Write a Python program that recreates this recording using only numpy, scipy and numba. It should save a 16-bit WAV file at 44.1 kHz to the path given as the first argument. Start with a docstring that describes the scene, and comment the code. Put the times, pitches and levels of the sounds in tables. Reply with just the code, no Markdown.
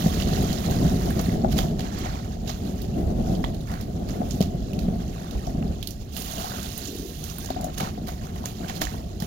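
"""Pouring water in a wet yard

A downspout trickles into a plastic barrel. A bowl is dipped, lifted dripping and emptied over rubber
boots; the water's sound is many tiny ringing bubbles over a soft hiss. Feet scuff on wet gravel, and
the bowl knocks and drags on the barrel's rim. The hand-held phone rumbles and bumps, and its left
microphone is covered, so that side hears only a hollow, muffled yard."""
import sys
import numpy as np
from scipy import signal
from scipy.fft import rfft, irfft, next_fast_len
from scipy.io import wavfile
from scipy.ndimage import uniform_filter1d
from numba import njit

SR = 44100
rng = np.random.default_rng(int(sys.argv[2]) if len(sys.argv) > 2 else 0)


def to_wav(s):
    """Save 16-bit WAV."""
    ch = np.atleast_2d(s).T  # columns
    pcm = np.round(np.clip(ch, -1, 1) * 32767)  # PCM
    wavfile.write(sys.argv[1], SR, pcm.astype(np.int16))


N = 408366
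T = np.arange(N) / SR

# Bowlfuls poured out: start_s, thins_at_s, empty_s, level_db, gurgle_db, mist_db, thinning_s,
# gurgle_loss_db (gurgle and mist count from level_db)
BOWLFULS = [(0.0, 0.47, 1.328, -39.5, -4.5, -6, 0.91, -4.5), (6.174, 6.84, 7.46, -41.5, -10, -2, 0.22, 24)]
THIN_DB = -10  # a thinned stream is quieter
# The spout's steady stream: spray_db, gurgle_db, mist_db
TRICKLE_DB = [-53, -60, -62.5]
# Bumps of the hand and puffs of air on the phone: time_s, level_db, pitch_hz
PHONE_BUMPS = [(0.041, -12, 188), (0.06, -5, 185), (0.084, -19, 84.4), (0.177, -16, 80), (0.432, -15, 182),
               (0.534, -19, 159), (0.709, -21, 138), (0.826, -10, 215), (0.848, -10, 169),
               (0.885, -16.5, 85), (0.96, -19, 221), (1.164, -11, 164), (1.283, -10, 210),
               (1.436, -12.5, 224), (1.537, -12, 161), (3.076, -17, 66), (3.078, -18, 190),
               (3.099, -14, 81.5), (3.294, -13.5, 172), (3.317, -15, 99), (3.341, -14.5, 200),
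               (4.203, -10.5, 202), (4.28, -19, 59.4), (4.406, -5, 190), (4.546, -17.5, 160),
               (4.882, -10, 190), (5.35, -16.5, 56.6), (5.546, -16.5, 224), (5.58, -15, 162),
               (5.694, -18, 84), (5.705, -15.5, 200), (6.508, -22, 177), (7.603, -23, 215),
               (7.809, -19, 170), (7.83, -21, 200), (9.222, -14.5, 177)]
# The tone of low bubbles, bright spray and fine mist: frequency_hz, level_db
GURGLE_TONE = [(350, 4.5), (700, -6), (1000, 1), (1500, -1), (1900, 0.5), (2400, -2.5), (3500, -10)]
SPRAY_TONE = [(1500, -10.5), (2300, -9), (2850, -1.5), (4200, 0.5), (5300, -2), (6400, -0.5), (7200, -1),
              (7900, -15.5), (10000, -43)]
MIST_TONE = [(6000, -33), (8000, -9.5), (9100, 1), (10500, -2.5), (13000, 1), (14600, 2.5), (16000, -4)]


def undb(db):
    """Turn decibels into a number to multiply by."""
    return 10 ** (np.asarray(db) / 20)


def unit(x):
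    """Scale a sound to an average power of 1."""
    return x / np.sqrt(np.mean(x ** 2))


def colour(x, tone):
    """Turn frequencies up or down along a curve of (frequency_hz, level_db) points."""
    hz, db = np.transpose(tone)
    size = next_fast_len(len(x) + 2048)
    bin_hz = np.maximum(np.arange(size // 2 + 1) * SR / size, 1)
    gain = undb(np.interp(np.log(bin_hz), np.log(hz), db))
    return irfft(rfft(x, size) * gain, size)[:len(x)]


def noise(tone, samples=N):
    """Steady noise with the given tone."""
    return unit(colour(rng.standard_normal(samples), tone))


def wander(rate_hz):
    """A smooth random wobble, about 1 in size."""
    hold = int(SR / rate_hz)
    held = rng.standard_normal(2000)[np.arange(N) // hold]
    return unit(uniform_filter1d(uniform_filter1d(held, hold), hold))


def add(track, start_s, sound):
    """Mix a sound into a track at the given time."""
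    i = max(int(start_s * SR), 0)
    track[i:i + len(sound)] += sound[:N - i]


@njit
def ring_bubbles(starts, hz, cycles, sizes, glide):
    """Fading tones that rise in pitch, as a bubble does when it nears the surface."""
    out = np.zeros(N)
    for k in range(len(starts)):
        life = cycles[k] * SR / hz[k]
        phase = 0.
        for i in range(min(int(life) + 2, N - starts[k])):
            phase += 2 * np.pi * hz[k] * (1 + glide * i / life) / SR
            out[starts[k] + i] += sizes[k] * np.exp(-5 * i / life) * np.sin(phase)
    return out


def grains(tone, low_hz, high_hz, cycles, spread_db, count, hiss_db=3):
    """A cloud of tiny pings, some louder than others, over the hiss of those too small to tell apart."""
    when, pitch, length, size = rng.random((count, 4)).T
    hz = low_hz * (high_hz / low_hz) ** pitch
    sizes = undb(-spread_db * np.log(np.maximum(size, .004))) * np.sqrt(hz)
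    cloud = ring_bubbles((when * N).astype(np.int64), hz, cycles * (.5 + length), sizes, glide=0.046)
    return unit(colour(unit(cloud) + undb(hiss_db) * rng.standard_normal(N), tone))


def bowl_flow(start_s, thins_at_s, empty_s, thinning_s):
    """A tipped bowl: whether water is falling (0-1), and how far its sheet has thinned (0-1)."""
    falling = np.interp(T, [start_s - .012, start_s, empty_s, empty_s + .066], [0, 1, 1, 0])
    thinned = 1 - np.exp(-np.maximum(T - thins_at_s, 0) / thinning_s)
    return falling, thinned


def pours():
    """A sheet of water breaks on boots and ground: bubbles, spray and mist surge together."""
    # Small drops on rubber and stone: frequency_hz, level_db
    patter_tone = [(3000, -3), (4800, -8), (6300, -0.5), (7200, 0), (7900, -15), (9200, -23), (11000, -40)]
    gurgle = grains(GURGLE_TONE, 642, 2650, cycles=14, spread_db=1.5, count=7000, hiss_db=3.5)
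    spray = grains(SPRAY_TONE, 2530, 6960, cycles=26, spread_db=2.4, count=11000, hiss_db=3.5)
    patter = grains(patter_tone, 3500, 9800, cycles=38, spread_db=1.7, count=5500, hiss_db=0.5)
    mist = grains(MIST_TONE, 8000, 17000, cycles=12, spread_db=2.6, count=11000, hiss_db=2.5)
    fine_drops = undb(1) * patter + undb(3.5) * mist
    out = np.zeros(N)
    for start_s, thins_at_s, empty_s, db, gurgle_db, mist_db, thinning_s, gurgle_loss_db in BOWLFULS:
        falling, thinned = bowl_flow(start_s, thins_at_s, empty_s, thinning_s)
        # More of the water turns to mist as it first hits, and again as it thins.
        burst_db = 5.5 * np.exp(-np.maximum(T - start_s, 0) / 0.11)
        high = undb(mist_db + burst_db + 5 * thinned) * fine_drops
        low = undb(gurgle_db + 6.5 - gurgle_loss_db * thinned) * gurgle
        out += falling * undb(db + THIN_DB * thinned) * (low + undb(4) * spray + high)
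    return out * undb(1.15 * wander(70))


def trickle_and_slosh():
    """Spout, dipped bowl, poured water and feet squelching in puddles stir up bubbles, spray and fizz."""
    # Swells of sloshing water: middle_s, half_length_s, spray_db, gurgle_db, mist_db
    sloshes = [(1.457, 0.075, -53, -61, -72), (2.025, 0.16, -45, -45, -60),
               (2.693, 0.15, -50, -54.5, -55.5), (3.283, 0.068, -47, -59, -53),
               (3.707, 0.026, -48, -44, -53), (4.34, 0.056, -46, -54, -50), (4.95, 0.064, -75, -62, -88),
               (5.096, 0.021, -48.5, -68, -60), (5.305, 0.18, -51, -52, -59), (6.155, 0.029, -48, -72, -49),
               (7.285, 0.05, -45, -52, -49), (7.58, 0.2, -51.5, -51, -65), (7.744, 0.0095, -43, -50, -51),
               (7.855, 0.026, -44, -41, -62), (8.266, 0.063, -55, -53.5, -69),
               (8.677, 0.055, -47.5, -47, -55), (8.773, 0.02, -40, -52, -47),
               (8.894, 0.081, -45.5, -47, -52)]
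    power = undb(TRICKLE_DB)[:, None] ** 2
    for middle_s, half_s, *levels_db in sloshes:
        power = power + undb(levels_db)[:, None] ** 2 * np.exp(-((T - middle_s) / half_s) ** 2)
    spray_db, gurgle_db, mist_db = 10 * np.log10(power)
    gurgle = grains(GURGLE_TONE, 754, 2705, cycles=20, spread_db=2, count=5500, hiss_db=0)
    spray = grains(SPRAY_TONE, 2400, 8250, cycles=36, spread_db=1.9, count=9000, hiss_db=5)
    mist_db += wander(14)
    fizz = grains(MIST_TONE, 6800, 17000, cycles=16, spread_db=2.2, count=7000)
    water = undb(gurgle_db + 5) * gurgle + undb(spray_db + 3.5) * spray + undb(mist_db + 5.5) * fizz
    return water * undb(1.5 * wander(45))


def hand_noise():
    """A restless hand: both microphones share most of its low rumble, but less of its higher rubbing."""
    # How restless the hand is: time_s, level_db
    unrest = [(0.0, -27.5), (0.87, -24.5), (1.57, -25.5), (1.95, -35), (2.3, -33), (2.85, -32.5),
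              (3.03, -26.5), (3.35, -25.5), (3.6, -33.5), (4.05, -31), (4.35, -31.5), (4.92, -29),
              (5.3, -36), (5.64, -29.5), (5.98, -40), (7.4, -39), (7.86, -35), (9.26, -37.5)]
    # The tone of the hand's deep sway, rumble and rubbing: frequency_hz, level_db
    sway_tone = [(12, -52), (24, -27), (40, -4.5), (55, -2.5), (85, -5.5), (110, -8), (160, -13),
                 (400, -79)]
    rumble_tone = [(60, -9), (115, -9.5), (170, 0), (225, -2), (280, -9.5), (380, -17.5), (900, -57)]
    rub_tone = [(150, -20), (290, -9.5), (380, 1), (500, -8.5), (700, -11), (900, -20), (1500, -25.5),
                (4000, -41)]
    unrest_db = np.interp(T, *np.transpose(unrest)) + 25  # near 0 when most restless
    slip = np.zeros(N)  # the fingers slip at each bump
    for time_s, db, _ in PHONE_BUMPS:
        add(slip, time_s, undb(db - 26.5) * np.exp(-T[:SR // 4] / 0.02))
    rumble_gain = undb(unrest_db - 24.5)
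    rub_gain = np.hypot(undb(unrest_db - 40), slip)
    flutter = unit(undb(2 * wander(35)))
    shared = rumble_gain * noise(rumble_tone) + rub_gain * noise(rub_tone)
    each_side = np.array([rub_gain * undb(1.5) * noise(rub_tone)
                          + rumble_gain * undb(-12) * noise(rumble_tone) for _ in range(2)])
    sway = undb(0.66 * unrest_db - 26.5 + 0.74 * wander(9)) * noise(sway_tone)
    return sway + flutter * (shared + each_side)


def stray_drops(count, low_hz=2600, high_hz=7350, spatter_db=-15):
    """Random rows for wet_ticks(): the stronger the trickle or pour, the louder the drops it throws."""
    running = undb(TRICKLE_DB[0])
    for start_s, thins_at_s, empty_s, db, _, _, thinning_s, _ in BOWLFULS:
        falling, thinned = bowl_flow(start_s, thins_at_s, empty_s, thinning_s)
        running = np.hypot(running, falling * undb(db + THIN_DB * thinned))
    when, size, pitch = rng.random((count, 3)).T
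    starts = (when * N).astype(int)
    db = 20 * np.log10(running[starts]) + 12 + 4.5 * (2 * size - 1)
    hz = low_hz * (high_hz / low_hz) ** pitch
    return list(zip(T[starts], db, hz, [spatter_db] * count))


def wet_ticks():
    """Each drop, heel click or small tap is a slap, a brief ping and a short tail of spatter."""
    # Loud drops, heel clicks and small taps: start_s, level_db, pitch_hz, spatter_db
    sharp_ticks = [(0.0218, -24.5, 2920, -16), (0.199, -20, 2740, -27), (0.2209, -17.5, 2840, -27),
                   (0.3336, -19, 4100, -24), (0.4244, -30, 2160, -4), (0.5284, -20.5, 4150, -13),
                   (0.6034, -34, 3640, -3), (0.7093, -23.5, 6250, -10), (1.103, -29, 1060, -4),
                   (1.211, -34, 5900, 4), (1.805, -24, 3090, -15), (1.987, -30, 4470, -5),
                   (2.475, -30, 4180, -16), (2.8174, -29.5, 4430, -5), (3.3503, -28, 3300, -26),
                   (3.4404, -22.5, 1050, -20), (3.545, -34.5, 4100, -10), (3.61, -36, 3600, -11),
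                   (3.81, -29, 5000, -7), (4.3079, -20, 6660, -25), (4.406, -23, 3000, -8),
                   (4.426, -29, 3640, -8), (4.7321, -29, 2600, -11), (4.7897, -26, 3900, -15),
                   (5.309, -27, 3550, -15), (5.468, -29, 5650, -16), (5.8268, -21.5, 3180, -12),
                   (5.872, -20.5, 4200, -5.5), (5.9068, -25, 5660, -9), (6.1652, -20, 2920, -10),
                   (6.2203, -29, 4400, -2), (6.3804, -23.5, 2760, -12), (6.6288, -26, 9750, -7),
                   (6.7765, -28.5, 6900, 4), (6.856, -25, 6200, -17), (6.8725, -21.5, 6860, -15),
                   (6.983, -32, 6450, -14), (7.239, -26, 6000, -6), (7.298, -27, 5900, -17),
                   (7.3831, -32, 1350, 5), (7.446, -31, 6200, -8), (7.4589, -26, 6240, -10),
                   (7.5028, -24, 3600, -14), (7.6107, -29, 6870, -6.5), (7.6425, -24, 6800, -8),
                   (7.781, -24.5, 6270, -5), (8.851, -22.5, 6900, -15), (9.201, -26, 5200, -11)]
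    out, t = np.zeros(N), T[:SR // 8]
    hit, tail = np.exp(-t / 0.0018), np.exp(-t / 0.022)
    slap_shape = hit + undb(-12.5) * tail
    spatter_shape = (1 - np.exp(-t / 0.0014)) * (hit + undb(-22.5) * tail)
    fade_in = 1 - np.exp(-t / 0.0011)
    for start_s, db, hz, spatter_db in list(sharp_ticks) + stray_drops(count=30):
        slap_noise, spatter_noise = rng.standard_normal((2, len(t)))
        tilt_db_per_octave = 2 * rng.standard_normal()  # brighter or duller spatter
        # The slap is turned down away from the tick's own pitch.
        slap_tone = [(f, level - 8 * abs(np.log2(f / hz))) for f, level in SPRAY_TONE]
        spatter_tone = [(f, level + tilt_db_per_octave * np.log2(f / hz)) for f, level in MIST_TONE]
        slap = undb(-2) * slap_shape * unit(colour(slap_noise, slap_tone))
        spatter = undb(spatter_db + 13.5) * spatter_shape * unit(colour(spatter_noise, spatter_tone))
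        ping = undb(5.5) * np.sin(2 * np.pi * hz * t * (1 + 10 * t)) * np.exp(-t / 0.0016)
        add(out, start_s, undb(db) * fade_in * (ping + slap + spatter))
    return out


def bumps(swell_cycles=0.7, sag_per_s=1.7):
    """Soft blows on the phone swell and die within a few cycles, sinking in pitch."""
    out, t = np.zeros(N), T[:SR // 6]
    for start_s, db, hz in PHONE_BUMPS:
        turns = hz * t / (1 + sag_per_s * t)
        swell = hz * t / swell_cycles
        add(out, start_s, undb(db - 3) * swell * np.exp(1 - swell) * np.sin(2 * np.pi * turns))
    return out


def ringing_notes(cycles=17.7):
    """Bubbles in the water and a sharp tap of the bowl each ring briefly."""
    # Short ringing notes: start_s, level_db, pitch_hz
    notes = [(1.107, -22, 1700), (1.295, -25, 2020), (3.4407, -20, 1940), (3.441, -20, 940),
             (3.447, -16, 3370), (4.79, -27, 2600), (5.2, -41, 1800), (5.245, -34, 1150),
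             (5.6243, -36, 1270), (5.627, -30, 2730), (5.827, -25, 3050), (6.167, -20, 2930),
             (6.443, -30.5, 800), (6.47, -27, 1120), (6.518, -26, 1480), (6.521, -32, 1880),
             (7.808, -22, 2320), (8.27, -32, 1380), (8.44, -27, 970), (8.458, -16, 6600),
             (8.645, -27, 1560), (8.698, -24, 2050), (8.817, -13.5, 1800), (8.8195, -16, 4630),
             (8.87, -19, 1800)]
    start_s, db, hz = np.transpose(notes).copy()
    starts = (start_s * SR).astype(np.int64)
    return ring_bubbles(starts, hz, np.full(len(hz), cycles), undb(db + 1), glide=0.042)


def footsteps():
    """Heel, then sole, presses into wet gravel; water squelches out as the stones settle."""
    # Steps: sole_lands_s, level_db, crunch_db, grit_db, heel_lead_s, press_s, settle_s (to fall 60 dB)
    footfalls = [(1.192, -30.5, -14, -22, 0.001, 0.002, 0.27),
                 (1.587, -22.5, -17, -17.5, 0.062, 0.013, 0.35),
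                 (1.792, -35.5, -8, -21, 0.002, 0.0034, 0.22),
                 (2.0566, -35.5, -8.5, -38, 0.075, 0.014, 0.55),
                 (2.4935, -28, -18, -21, 0.017, 0.0043, 0.31), (3.7366, -40, -4, -18, 0.022, 0.0046, 0.48),
                 (4.094, -38.5, -11.5, -16.5, 0.0076, 0.0047, 0.96),
                 (4.423, -27.5, -21, -21, 0.012, 0.0036, 0.13),
                 (7.803, -26.5, -11.5, -17, 0.025, 0.0053, 0.36),
                 (8.083, -34, -11.5, -14.5, 0.013, 0.0046, 0.41),
                 (8.359, -44.5, -7.5, -11, 0.11, 0.0043, 0.84),
                 (8.457, -31, -18, -13, 0.0021, 0.0035, 0.34),
                 (8.695, -30.5, -13.5, -20, 0.012, 0.0046, 0.36),
                 (8.816, -18, -20.5, -17.5, 0.005, 0.0032, 0.18),
                 (9.22, -31.5, -13, -13.5, 0.02, 0.0015, 0.32)]
    # A sole scraping stones: frequency_hz, level_db
    scrape_tone = [(900, -1), (1500, -19), (2300, -5), (3000, 1.5), (4200, 2), (5300, 0.5), (6400, 1.5),
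                   (7200, 1), (7900, -17), (10000, -37)]
    crunch = grains(GURGLE_TONE, 656, 2360, cycles=12, spread_db=1.9, count=8000, hiss_db=0)
    scrape = grains(scrape_tone, 2060, 7900, cycles=9.6, spread_db=3, count=20000, hiss_db=1)
    grit = grains(MIST_TONE, 8700, 22000, cycles=3.1, spread_db=0, count=25000)
    power, t = np.zeros((3, N)), T[:SR // 2] - .1  # the foot strikes at t = 0
    before, after = np.minimum(t, 0), np.maximum(t, 0)
    for sole_s, db, crunch_db, grit_db, heel_lead_s, press_s, settle_s in footfalls:
        strike, settle = np.exp(-after / 0.002), undb(-5 - 60 * after / settle_s)
        shape = np.exp(before / press_s) * (strike + settle)
        # The heel lands softer than the sole and squeezes out less water.
        heel = (sole_s - heel_lead_s, min(-29, db - 2), crunch_db - 4.5)
        sole = (sole_s, db, crunch_db)
        for lands_s, contact_db, wet_db in (heel, sole):
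            for track, layer_db in zip(power, (wet_db + 10, -2.5, grit_db + 9)):
                add(track, lands_s + t[0] + 0.0032, (undb(contact_db + layer_db) * shape) ** 2)
    return np.sum(np.sqrt(power) * [crunch, scrape, grit], axis=0)


def knocks():
    """Each knock rings with the same set of tones, which share the blow anew each time; the rim rattles. Most
    are plastic struck at a new spot, but the first, at 1.446 s, is a knock on the phone itself."""
    # Hollow knocks (the first, at 1.446 s, is on the phone itself): start_s, level_db, pitch_ratio (1 is the
    # usual ring)
    blows = [(1.446, -15, 0.9), (4.216, -24, 0.91), (4.407, -30, 0.9), (5.473, -30.5, 0.99),
             (7.504, -22, 0.96), (7.563, -29, 1.04), (7.607, -29, 0.96), (7.645, -32.5, 1.05),
             (7.667, -32, 0.85), (7.977, -31, 1.17), (8.817, -29.5, 1.11)]
    # The tones the plastic rings with: pitch_hz, level_db, ring_s (to fall 60 dB)
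    plastic_tones = [(273.3, 0.5, 0.21), (400, 0, 0.035), (618, -7, 0.049), (700, 0, 0.043),
                     (780, 2, 0.011), (1100, -11, 0.02), (1430, -12, 0.033)]
    # The rim's rattle: frequency_hz, level_db
    rattle_tone = [(300, -11), (550, -22), (830, 8), (1200, -6), (3000, -36)]
    out, t = np.zeros(N), T[:SR // 4]
    hz, tone_db, ring_s = np.transpose(plastic_tones)[:, :, None]
    for start_s, db, pitch_ratio in list(blows) + rim_drag(count=22):
        share, detune = rng.standard_normal((2, len(hz), 1))
        fade = undb(tone_db + 2 * share - 60 * t / ring_s)
        tones = fade * np.sin(2 * np.pi * hz * pitch_ratio * (1 + 0.018 * detune) * t)
        rattle = undb(-7.5) * np.exp(-t / 0.01) * noise(rattle_tone, len(t))
        add(out, start_s, undb(db - 6) * (tones.sum(0) + rattle))
    return out


def splatter(start_s=6.3, length_s=0.42, start_hz=830, end_hz=2140, cycles=20.0, count=270):
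    """Water slaps into the pool around a boot; as the sheet narrows, its bubbles get smaller and higher."""
    progress = rng.random(count)
    tune, size = rng.standard_normal((count, 2)).T
    hz = start_hz * (end_hz / start_hz) ** progress * 2 ** (0.366 * tune)
    sizes = undb(-38.5 + 3 * size) * np.sin(np.pi * progress)
    starts = ((start_s + length_s * progress) * SR).astype(np.int64)
    return ring_bubbles(starts, hz, np.full(count, cycles), sizes, glide=0.08)


def churn(middle_s=6.96, half_length_s=0.11):
    """The narrowing stream drags air into the puddle, making a swell of deep bubbles."""
    # The churning puddle: frequency_hz, level_db
    churn_tone = [(180, -21), (280, 0.5), (400, -3), (480, -4.5), (800, -43)]
    swell = np.exp(-((T - middle_s) / half_length_s) ** 2 / 2)
    return undb(-38) * swell * grains(churn_tone, 263, 460, cycles=10, spread_db=2.5, count=1500)


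def rim_drag(count, start_s=7.565, length_s=0.135, start_ratio=1.1, end_ratio=0.86):
    """Rows for knocks(): the empty bowl sticks and slips along the rim, sinking in pitch."""
    late, size, tune = rng.random((count, 3)).T
    progress = (np.arange(count) + late) / count
    pitch_ratio = start_ratio + (end_ratio - start_ratio) * progress + 0.14 * (tune - .5)
    return list(zip(start_s + length_s * progress, -38 + 6 * (size - .5), pitch_ratio))


def yard_echo(sound, fade_s=0.22, echo_db=-12):
    """Ground, wall and porch add a short, faint echo to a sound."""
    t = T[:SR // 2]
    tail = rng.standard_normal(len(t)) * undb(-60 * t / fade_s) * (t > .004)
    tail /= np.sqrt(np.sum(tail ** 2))
    return sound + undb(echo_db) * signal.fftconvolve(sound, tail)[:N]


def scene():
    """The sound that reaches the phone's left and right microphones."""
    water = pours() + churn() + splatter() + trickle_and_slosh()
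    short_sounds = wet_ticks() + ringing_notes() + footsteps() + knocks()
    return water + yard_echo(short_sounds) + bumps() + hand_noise()


def record(dry):
    """Air trapped over the covered left microphone rings hollow; above that, only faint hiss is left."""
    hollow_hz, hollow_width_hz, cover_hz, low_cut_hz, top_cut_hz = 727, 140, 1530, 30.6, 15900
    trapped_air = signal.bilinear([1], [1, hollow_width_hz / hollow_hz, 1], SR / (2 * np.pi * hollow_hz))
    cover = signal.butter(2, cover_hz, fs=SR)
    low_cut = signal.butter(1, low_cut_hz, "high", fs=SR)
    left, right = dry
    for stage in (trapped_air, cover, low_cut):
        left = signal.lfilter(*stage, left)
    left = undb(-1) * left + undb(-80) * rng.standard_normal(N)
    top_cut = signal.ellip(10, .2, 80, top_cut_hz, fs=SR, output="sos")
    return signal.sosfilt(top_cut, [left, right])


dry = scene()
out = record(dry)
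to_wav(out)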